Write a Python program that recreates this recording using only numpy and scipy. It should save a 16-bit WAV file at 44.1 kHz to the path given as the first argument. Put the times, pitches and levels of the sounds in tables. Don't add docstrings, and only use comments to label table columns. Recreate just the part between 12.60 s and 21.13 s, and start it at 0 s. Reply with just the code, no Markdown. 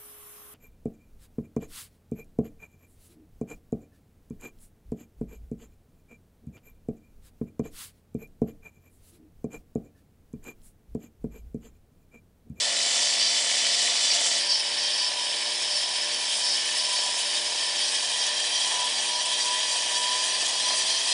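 import sys
import numpy as np
from scipy import signal
from scipy.fft import rfft, irfft, next_fast_len
from scipy.io import wavfile
from scipy.ndimage import uniform_filter1d

SR = 44100
rng = np.random.default_rng(int(sys.argv[2]) if len(sys.argv) > 2 else 0)


def store_wav(level_fs):
    pcm = np.round(np.clip(np.atleast_2d(level_fs), -1, 1) * 32767)
    wavfile.write(sys.argv[1], SR, pcm.T.astype(np.int16))


N = 376162
TIME = np.arange(N) / SR
BELT_RATIO = .3575


def from_db(db):
    return 10 ** (np.asarray(db) / 20)


def rms_one(x):
    return x / np.sqrt(np.mean(x ** 2) + 1e-20)


def in_time(rows):
    s, *columns = np.transpose(rows)
    return [np.interp(TIME, s, c) for c in columns]


def swells(rows):
    return sum(db * np.exp(-(2 * (TIME - s) / length_s) ** 2) for s, length_s, db in rows)


def drift(rate_hz):
    r = np.exp(-80 * np.pi * rate_hz / SR)
    white = rng.standard_normal(N // 40 + 2002)
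    slow = signal.lfilter([1], [1, -2 * r, r * r], white)[2000:]
    return np.interp(np.arange(N) / 40, np.arange(len(slow)), rms_one(slow))


def resonate(x, hz, width_hz):
    r = np.exp(-np.pi * width_hz / SR)
    feedback = [1, -2 * r * np.cos(2 * np.pi * hz / SR), r * r]
    return signal.lfilter(np.array([1, 0, -1]) * (1 - r * r) / 2, feedback, x)


def resonate_twice(x, hz, width_hz):
    return resonate(resonate(x, hz, width_hz), hz, width_hz)


MOVE_S = 1.79


def by_place(front, side):
    moved = np.clip((TIME - MOVE_S) / 0.022 + .5, 0, 1)
    return front + (side - front) * moved


def coloured(white, spectrum):
    hz, *columns = np.transpose(spectrum)
    size = next_fast_len(N)
    log_hz = np.log(np.arange(size // 2 + 1) * SR / size + 1)
    bins = rfft(white, size) * np.sqrt(SR / 2)
    gains = [from_db(np.interp(log_hz, np.log(hz), levels)) for levels in columns]
    return by_place(*[irfft(bins * gain, size)[:N] for gain in gains])


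def bounced(x, echo=0.23, sway_s=.00006):
    delays_s = (.0023, .0043, .0079, .0132)
    echoes = np.zeros(N)
    for delay in delays_s:
        lag = np.round((delay + sway_s * drift(1.5)) * SR).astype(int)
        echoes += x[np.arange(N) - lag]
    return (x + echo * echoes) / np.sqrt(1 + len(delays_s) * echo ** 2)


# (start [s], length [s], firing rate at start [Hz], firing rate at end [Hz]), before smoothing
ENGINE_SURGES = [(0.15, 0.1, 110.2, 112.2), (0.57, 0.2, 111.2, 114.4), (1.03, 0.39, 112.4, 115.5),
                 (1.76, 0.1, 112.2, 117.1), (2.07, 0.28, 114.9, 120.2), (2.73, 0.33, 116.6, 119.8),
                 (3.41, 0.19, 117.7, 120.2), (3.89, 0.29, 116.6, 121.2), (4.63, 0.24, 115.9, 120.1),
                 (5.13, 0.27, 117.3, 120.8), (5.71, 0.24, 118.4, 121.0), (6.27, 0.3, 117.6, 122.5),
                 (6.75, 0.22, 120.9, 124.9), (7.25, 0.54, 121.3, 127.6), (8.06, 0.35, 124.6, 130.6)]
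FLYWHEEL_S = .05


def crankshaft():
    corners = []
    for s, length_s, from_hz, to_hz in ENGINE_SURGES:
        corners += [(s, from_hz), (s + length_s, to_hz)]
    return uniform_filter1d(in_time(corners)[0], size=int(FLYWHEEL_S * SR))


def firing_strength(turns, pull, skip=0.82, rough=0.045):
    cycle = turns.astype(int)
    dropped = np.zeros(4096)
    gaps = rng.choice([2, 3, 4], 1000, p=[.03, .94, .03])
    dropped[np.cumsum(gaps)] = 1
    limiting = np.clip(.4 - pull, 0, 1)
    unevenness = 1 + rough * rng.standard_normal(len(dropped))[cycle]
    strength = (1 - skip * limiting * dropped[cycle]) * unevenness
    return rms_one(uniform_filter1d(strength, size=150))


def muffler(hz=598, width_hz=16, front_db=-51, side_db=-59):
    hum = resonate_twice(rng.standard_normal(N), hz, width_hz)
    return rms_one(hum) * by_place(from_db(front_db), from_db(side_db))


# (time [s], level [dB])
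HOUSING_SHAKE = [(1.8, -47), (2.15, -44.5), (2.55, -41), (3.05, -52), (3.75, -47), (4.42, -39), (4.8, -50),
                 (5.9, -42), (6.25, -35), (6.95, -36.5), (7.45, -38.5), (7.8, -36.5), (8.53, -39)]
HOUSING_HZ = 986
HOWL_ORDER, SIDE_TONE_ORDER = 8, 8 + 1 / 3


def housing(turns, pull, width_hz=28, eighth_db=3, rattle_db=-51, waver_db=1.0):
    firing = np.clip(.5 + pull, 0, 1)
    eighth = from_db(eighth_db) * (1 + firing) / 2 * np.sin(2 * np.pi * HOWL_ORDER * turns)
    side_tone = (1 - firing) * np.sin(2 * np.pi * SIDE_TONE_ORDER * turns)
    shake = from_db(in_time(HOUSING_SHAKE)[0] + waver_db * drift(4.4))
    drive = np.sqrt(2) * (eighth + side_tone) * shake
    ring = resonate_twice(drive, HOUSING_HZ, width_hz)
    rattle = resonate_twice(rng.standard_normal(N), HOUSING_HZ, width_hz)
    return by_place(0, ring + from_db(rattle_db) * rms_one(rattle))


# (multiple of the firing rate, front level [dB], side level [dB])
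EXHAUST_TONES = [(1, -68, -68.5), (2, -57.5, -61), (3, -61, -58.5), (4, -54.5, -54.5), (5, -49.5, -47),
                 (6, -46, -64.5), (7, -55.5, -53.5), (8, -57, -50.5), (9, -53.5, -52), (10, -53.5, -58.5),
                 (11, -66.5, -75), (12, -60, -63), (13, -58, -58), (14, -64, -53.5), (15, -60, -74),
                 (16, -67, -51), (17, -64, -55), (18, -55, -54), (19, -71, -49.5), (20, -73, -50)]
# (frequency [Hz], front level [dB per Hz], side level [dB per Hz])
GAS_RUSH = [(25, -102, -108), (80, -100, -102), (161, -90, -88), (221, -88, -91), (292, -75, -80.5),
            (360, -87, -84.5), (503, -72.5, -78.5), (648, -70.5, -72.5), (710, -64.5, -71),
            (834, -75.5, -73.5), (890, -68.5, -70.5), (1140, -77.5, -79), (1370, -74, -87.5),
            (3000, -105, -105)]
# (middle time [s], length [s], level change [dB])
RUSH_SWELLS = [(0.38, .08, 3.5), (1.28, .15, 1.5), (1.59, 0.062, 2.5), (3.68, 0.068, -1), (4.42, .15, 0.5),
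               (6.15, 0.28, 3.5), (7.15, .08, 1), (7.88, 0.17, 3), (8.11, .1, 3.5)]


def engine(turns, strength, pull, clean_db=-0.4, load_swing_db=2.0, tones_db=0.55, rush_db=-0.33,
           bang_db=1.76, sag_rush_db=0.8, rush_db_per_s=0.44):
    tones = np.zeros(N)
    load_share = {2: .6, 3: 1.5, 4: .6}
    for order, front_db, side_db in EXHAUST_TONES:
        wave = np.sin(2 * np.pi * (round(order) * turns + rng.random()))
        swing_db = pull * (clean_db + load_swing_db * load_share.get(round(order), 0))
        tones += wave * by_place(from_db(front_db), from_db(side_db)) * from_db(swing_db + drift(2.5))
    charge = np.minimum(rng.exponential(1, 4096), 3.5)[turns.astype(int)]
    port_open = np.sin(np.pi * turns) ** 8
    gas = rms_one(from_db(port_open * strength * (2.5 + bang_db * charge)))
    rush = coloured(rng.standard_normal(N) * gas, GAS_RUSH)
    growth_db = rush_db_per_s * (TIME - TIME.mean())
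    level_db = rush_db + growth_db - sag_rush_db * pull + swells(RUSH_SWELLS)
    return from_db(tones_db) * strength * tones + from_db(level_db) * rush


def cracks(turns, strength, share=.7, hz=2150, width_hz=1100, length_s=0.00065, size_db=1.0,
           front_db=-41, side_db=-48):
    opens = np.diff(np.floor(turns + .5), prepend=0) > 0
    loudness = from_db(size_db * np.minimum(rng.exponential(1, N), 3))
    sizes = opens * (rng.random(N) < share) * strength * loudness
    burst = signal.lfilter([1], [1, -np.exp(-1 / (length_s * SR))], sizes + 1e-18)
    crack = resonate_twice(burst * rng.standard_normal(N), hz, width_hz)
    return rms_one(crack) * by_place(from_db(front_db), from_db(side_db))


USUAL_FIRING_HZ = 119


def spun(x, turns, rise_per_hz=.001):
    return np.interp(TIME + rise_per_hz * (turns - USUAL_FIRING_HZ * TIME), TIME, x)


# (multiple of the blade's turning rate, level once pinched [dB])
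BLADE_THRUM = [(2, -71), (4, -69), (6, -80), (8, -75)]
# (time [s], level [dB])
BLADE_SQUEAL = [(0, -83), (7.3, -65.5), (7.8, -58), (8.1, -43.5), (8.3, -38), (8.48, -39), (8.53, -31.5)]


def pinched_blade(turns, start_s=6.9, rise_s=0.89):
    thrum = np.zeros(N)
    for multiple, db in BLADE_THRUM:
        cycles = round(multiple) * BELT_RATIO * turns + rng.random()
        thrum += from_db(db) * np.sin(2 * np.pi * cycles)
    squeal_hz = TRAVELLING_WAVES[0][0] + 7 * drift(40)
    squeal = np.sin(2 * np.pi * np.cumsum(squeal_hz) / SR) * from_db(3.0 * drift(25))
    pinch = (1 + np.tanh((TIME - start_s) / rise_s)) / 2
    return np.sqrt(2) * thrum * pinch + spun(rms_one(squeal), turns) * from_db(in_time(BLADE_SQUEAL)[0])


def puffs(turns, sharpness):
    return rms_one(np.exp(sharpness * np.cos(2 * np.pi * turns)))


SEGMENT_COUNT = 16


def contact(blade_turns, turns, segment_depth=0.21, firing_depth=0.16, warp_depth=0.041, judder_db=0.85,
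            chips_per_s=45, chip_db=1.5, chip_s=0.0014):
    sizes = np.minimum(rng.exponential(1, N), 4) * (rng.random(N) < chips_per_s / SR)
    chips = signal.lfilter([1], [1, -np.exp(-1 / (chip_s * SR))], sizes + 1e-18)
    segments = puffs(SEGMENT_COUNT * blade_turns, segment_depth)
    beat = segments * puffs(blade_turns, warp_depth) * puffs(turns, firing_depth)
    return rms_one(beat * from_db(judder_db * drift(43) + chip_db * chips))


DEEP_S = 5.28


def ringing(force, modes, wander_db):
    depth = np.clip(TIME - DEEP_S + .5, 0, 1)
    out = np.zeros(N)
    for hz, width_hz, front_db, shallow_db, deep_db in modes:
        ring = resonate_twice(force * rng.standard_normal(N), hz, 1.25 * width_hz)
        ring = ring * (1 + (from_db(wander_db) - 1) * drift(9.0))
        side = from_db(shallow_db) + (from_db(deep_db) - from_db(shallow_db)) * depth
        out += rms_one(ring) * by_place(from_db(front_db), side)
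    return out


# (frequency [Hz], width [Hz], front level [dB], side level in a shallow slot [dB], in a deep slot [dB])
BLADE_MODES = [(2945, 103, -38, -41, -41), (3100, 56, -38, -40, -42), (3190, 51, -48, -40, -36),
               (3285, 25, -45, -46, -41), (3325, 47, -44, -45, -40), (3436, 22, -43, -44, -43),
               (3512, 75, -36, -54, -59), (3654, 44, -60, -47, -45), (3732, 110, -47, -41, -41),
               (3938, 22, -52, -47, -44), (3974, 21, -41, -47, -45), (4048, 47, -54, -43, -46),
               (4483, 21, -53, -42, -44), (4558, 31, -47, -41, -45), (4839, 38, -48, -42, -41),
               (5308, 35, -39, -39, -54), (5348, 28, -46, -43, -45), (5526, 53, -58, -52, -46),
               (6213, 39, -58, -56, -48), (6466, 30, -45, -49, -51), (6636, 103, -59, -49, -45),
               (7360, 110, -40, -49, -47), (7680, 45, -49, -50, -52), (7896, 64, -54, -52, -49),
               (8308, 33, -51, -51, -49), (8605, 79, -58, -50, -46)]
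GUARD_MODES = [(1771, 86, -45.5, -44.5, -43.5), (1939, 110, -43.5, -48, -45), (2263, 51, -48, -50, -51),
               (2459, 104, -48, -45, -45), (2648, 99, -51, -46, -44)]
TRAVELLING_WAVES = [(4125, 24, -43, -47, -42), (4649, 52, -34, -38, -37), (5149, 53, -38, -36, -40),
                    (5796, 110, -37, -41, -38)]
# (frequency [Hz], front level [dB per Hz], side level [dB per Hz])
CONCRETE_RASP = [(960, -105, -105), (1580, -86, -73), (2050, -73, -94), (2860, -68.5, -67.5),
                 (3400, -66, -66.5), (4380, -61.5, -71.5), (5320, -61, -64.5), (7100, -91, -100)]
GRIT_SPRAY = [(3900, -108, -100), (5600, -62.5, -76), (5930, -62, -68.5), (6850, -64, -69),
              (7800, -62, -69.5), (8600, -66.5, -69), (9930, -68, -66.5), (10180, -93, -87.5)]
# (time [s], bite of the rim [dB], rub of the blade's flank [dB], spray of grit [dB])
STEADY_FEED = [(0.0, 0.5, -5.5, -4.5), (1.7, -0.1, -1.5, -3), (1.9, 0.3, -2, -5.5), (3.5, 0, -0.5, -5),
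               (3.8, 1, -1, -2), (5.1, 0.5, -1.5, -3.5), (5.5, 0.8, 0, -4), (6.75, 0.3, -2, -2.9),
               (8.53, 0.8, 2.3, -2.5)]
# (middle time [s], length [s], added level [dB])
RIM_BITES = [(0.43, 0.21, 1), (0.646, 0.071, 2), (0.78, .08, 2), (1.093, 0.33, 2), (1.464, 0.47, 1.8),
             (2.307, .14, 1.5), (3.725, 0.051, 2), (4.27, .11, 0.9), (6.068, 0.21, 1.5), (7.02, 0.059, 1.5),
             (8.52, 0.037, 3.5)]
FLANK_SCREECHES = [(0.18, .07, 3), (0.46, 0.17, 6), (0.65, 0.2, 9), (1.176, 0.065, 6), (1.522, .05, 8),
                   (1.914, 0.18, 9.5), (2.242, 0.13, 5.5), (2.408, 0.15, 5), (3.153, 0.078, 6),
                   (3.892, 0.22, 6.5), (4.23, 0.092, 4), (4.387, 0.083, 3.5), (4.7, .12, 0.5),
                   (5.05, .14, 2.5), (5.272, .13, 4.5), (5.62, .06, 5.5), (5.972, .11, 4.5),
                   (6.39, 0.042, 4), (6.57, 0.12, 4.5), (6.828, 0.1, 4.5), (7.067, 0.14, 2),
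                   (7.36, 0.042, 4.5), (7.61, 0.053, 3), (8.076, .07, 3.5), (8.52, 0.064, 1)]
GRIT_SPURTS = [(0.42, .24, 2.5), (0.81, 0.14, 2), (1.25, .05, 1.5), (1.665, .06, 3.5), (3.18, .1, 2.2),
               (3.773, 0.13, 2), (4.464, .13, 2), (4.6, .06, 3), (5.38, 0.38, 2.4), (5.63, .13, 1.3),
               (6.08, 0.29, 2), (6.45, .09, 2.5), (6.83, 0.079, 3), (7.13, .1, 2), (7.376, 0.12, 2.2),
               (7.666, .08, 2.8), (7.877, 0.14, 1.5), (8.21, 0.15, 2), (8.497, .12, 3.5)]


def grinding(turns, rim_db=-1.63, flank_db=-0.84, travelling_db=0.0, grit_db=0.5, unsteady_db=-0.14):
    steady_bite_db, steady_rub_db, steady_spray_db = in_time(STEADY_FEED)
    bite_db = steady_bite_db + swells(RIM_BITES)
    screech_db = steady_rub_db + swells(FLANK_SCREECHES) + unsteady_db * drift(11)
    spray_db = steady_spray_db + swells(GRIT_SPURTS)
    force = contact(BELT_RATIO * turns, turns)
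    low = GUARD_MODES + [m for m in BLADE_MODES if m[0] < 4300]
    middle = [m for m in BLADE_MODES if 4300 <= m[0] < 6100]
    high = [m for m in BLADE_MODES if m[0] >= 6100]
    rasp = bounced(coloured(force * rng.standard_normal(N), CONCRETE_RASP))
    rim = ringing(force, low, wander_db=1.0) + rasp
    travelling = spun(ringing(force, TRAVELLING_WAVES, wander_db=1.0), turns)
    flank = ringing(force, middle, wander_db=1.0) + from_db(travelling_db) * travelling
    hiss = bounced(coloured(force * rng.standard_normal(N), GRIT_SPRAY))
    grit = ringing(force, high, wander_db=5.0) + hiss
    cut = rim * from_db(bite_db + rim_db) + flank * from_db(screech_db + flank_db)
    return cut + grit * from_db(spray_db + grit_db)


STUMBLE_TURNS = .012


def scene():
    firing_hz = crankshaft()
    pickup = uniform_filter1d(np.gradient(firing_hz) * SR, size=3000)
    pull = np.tanh(pickup / 8)
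    stumble = STUMBLE_TURNS * np.clip(-pull, 0, 1) * drift(25)
    turns = np.cumsum(firing_hz + .12 * drift(27)) / SR + stumble
    strength = firing_strength(turns, pull)
    street = muffler() + housing(turns, pull)
    street += engine(turns, strength, pull) + cracks(turns, strength)
    street += pinched_blade(turns) + grinding(turns)
    return np.array([street, street])


CUTOFF_HZ = 10120


def record(dry):
    return signal.sosfilt(signal.ellip(14, .1, 85, CUTOFF_HZ, fs=SR, output="sos"), dry)


dry = scene()
out = record(dry)
store_wav(out)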